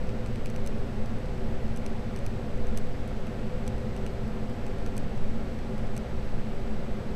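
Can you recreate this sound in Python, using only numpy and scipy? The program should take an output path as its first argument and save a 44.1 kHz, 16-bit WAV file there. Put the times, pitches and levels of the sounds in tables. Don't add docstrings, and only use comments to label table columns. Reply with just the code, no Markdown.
import sys
import numpy as np
from scipy import signal
from scipy.fft import rfft, irfft, next_fast_len
from scipy.io import wavfile

SR = 44100
rng = np.random.default_rng(int(sys.argv[2]) if len(sys.argv) > 2 else 0)


def put_to_file(sound):
    columns = np.atleast_2d(sound).T
    safe = np.clip(columns, -1, 1)
    whole_steps = np.round(safe * 32767)
    wavfile.write(sys.argv[1], SR, whole_steps.astype(np.int16))


N = 315367


def from_db(db):
    return 10 ** (np.asarray(db) / 20)


def add(out, start_s, sound):
    at = int(np.clip(round(start_s * SR), 0, N))
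    out[at:at + len(sound)] += sound[:N - at]


def noise(power_at):
    size = next_fast_len(N)
    hz = np.maximum(np.arange(size // 2 + 1) * SR / size, 1)
    white = rfft(rng.standard_normal(size))
    return irfft(white * np.sqrt(power_at(hz) * SR / 2), size)[:N]


def ring(push, hz, t60_s):
    radius = from_db(-60 / (t60_s * SR))
    step_rad = 2 * np.pi * hz / SR
    return signal.lfilter([0, np.sin(step_rad)], [1, -2 * radius * np.cos(step_rad), radius ** 2], push)


def unit_energy(x):
    return x / np.sqrt(np.sum(x ** 2) / (SR / 1000))


def air():
    # (frequency [Hz], density [dB/Hz])
    spectrum = [(3.0, -50.5), (6.5, -33), (14.0, -46), (40.0, -57.5), (100.0, -58.5), (300.0, -74),
                (620.0, -72.5), (1000.0, -80.5), (2000.0, -84.5), (3300.0, -91.5), (4500.0, -94.5),
                (7000.0, -102.9), (10000.0, -109.1), (14000.0, -111.9)]
    points_hz, density_db = np.transpose(spectrum)
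    return noise(lambda hz: from_db(np.interp(np.log(hz), np.log(points_hz), density_db)) ** 2)


def fan_drone():
    # (centre [Hz], width [Hz], peak density [dB/Hz])
    resonances = [(29.6, 3.2, -48.5), (56, 4.6, -50), (118.2, 11.6, -54.5), (148.4, 11, -67),
                  (170.5, 8.2, -57.5), (200.4, 8, -68), (214.3, 9.1, -53.5), (225.9, 5.3, -55),
                  (239.2, 10.2, -58.5), (273, 10.5, -67.5), (291.5, 9.2, -64), (331, 9.2, -69),
                  (378, 13.8, -64.5), (392.2, 14.3, -62), (425, 7.4, -72.5), (453.3, 15.1, -66.5),
                  (484, 11, -70.5), (504, 13.5, -60), (565, 22, -69.5), (664, 13.4, -76.5),
                  (704.3, 23, -72.5), (835, 17, -72.5), (1367, 9.6, -77)]

    def power_at(hz):
        power = 0
        for centre_hz, width_hz, peak_db in resonances:
            detune = 2 * (hz - centre_hz) / width_hz
            gain = from_db(peak_db) / (1 + (np.sqrt(2) - 1) * detune ** 2)
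            power += gain ** 2
        return power
    return noise(power_at)


def electronics_whine(gain_db=-0.7):
    # (frequency [Hz], rms level before gain_db [dB])
    tones = [(7822, -84), (7852, -77.5), (7882, -77.5), (7912, -86)]
    t = np.arange(N) / SR
    return sum(np.sqrt(2) * from_db(db + gain_db) * np.sin(2 * np.pi * (hz * t + rng.random()))
               for hz, db in tones)


def housing_tick(knock_db, chatter=0.3, chatter_s=0.00073, spread_db=2.0, split_hz=4500, size=700):
    # (frequency [Hz], relative level [dB], t60 [s])
    modes = [(2520, 13.5, 0.0055), (4040, 2.5, 0.0037), (4900, -27, .002), (6260, 5.5, 0.0078),
             (8240, 6.5, 0.0027), (10050, 2.5, 0.0014), (13400, -12, .0018)]
    push = chatter * rng.standard_normal(size) * np.exp(-np.arange(size) / SR / chatter_s)
    push[0] += 1
    knock, snap = np.zeros(size), np.zeros(size)
    for hz, db, t60_s in modes:
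        mode = from_db(db + rng.normal(0, spread_db)) * unit_energy(ring(push, hz, t60_s))
        if hz < split_hz:
            knock += mode
        else:
            snap += mode
    return unit_energy(snap) - from_db(knock_db) * unit_energy(knock)


def focus_hunting(first_s=.075, beat_s=.1, settled_s=6.1, chance=.3, jitter_s=0.0082,
                  snap_db=-57, spread_db=0.7, knock_db=4):
    beats_s = np.arange(first_s, settled_s, beat_s)
    ticking = rng.random(len(beats_s)) < chance
    scatter = rng.standard_normal((len(beats_s), 2))
    return [(time_s + jitter_s * late, snap_db + spread_db * strong, knock_db)
            for time_s, (late, strong) in zip(beats_s[ticking], scatter[ticking])]


def focus_moves(travel_s=.011):
    # (time [s], relative start snap [dB], relative stop snap [dB], knock re snap [dB])
    moves = [(0.0926, -56, -65, 12), (0.2616, -48, -54, 3), (0.3586, -51, -63, 9), (0.4592, -43.5, -51, 4),
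             (0.501, -46, -63, -10), (0.5621, -46.5, -60, 5), (0.663, -43, -40, -7), (1.0599, -51, -63, -3),
             (1.7623, -45, -45, -9), (1.8631, -41.5, -63, 0), (2.162, -45, -51, 3), (2.19, -49, -63, -9),
             (2.2642, -41.5, -60, 0), (2.67, -48.5, -63, -1), (2.7742, -37, -46, -9),
             (3.0776, -50, -63, -9), (3.2693, -55, -63, 8), (3.6668, -55, -40, 1), (3.9648, -48.5, -58, 1),
             (4.0646, -44, -58, 4), (4.4985, -52, -63, -9), (4.6658, -48.5, -63, 0), (4.863, -45, -54, -1),
             (4.9673, -45, -38, -6.5), (5.781, -54, -63, 5), (5.966, -42.5, -40.5, -4)]
    ticks = []
    for time_s, start_db, stop_db, knock_db in moves:
        ticks += [(time_s, start_db, knock_db), (time_s + travel_s, stop_db, knock_db)]
    return ticks


def lens_motor(gain_db=1.5, bounce_s=.0017, full_bounce_db=-37, bounce_db_per_db=1.4):
    out = np.zeros(N)
    for time_s, snap_db, knock_db in focus_moves() + focus_hunting():
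        bounce_db = min(0, bounce_db_per_db * (snap_db - full_bounce_db))
        add(out, time_s, from_db(snap_db) * housing_tick(knock_db))
        add(out, time_s + bounce_s, from_db(snap_db + bounce_db) * housing_tick(knock_db))
    return from_db(gain_db) * out


def scene():
    return (air() + fan_drone() + electronics_whine() + lens_motor())[None]


def record(dry, cutoff_hz=14250):
    lowpass = signal.firwin(301, cutoff_hz, fs=SR)
    return signal.fftconvolve(dry, lowpass[None], mode="same")


dry = scene()
out = record(dry)
put_to_file(out)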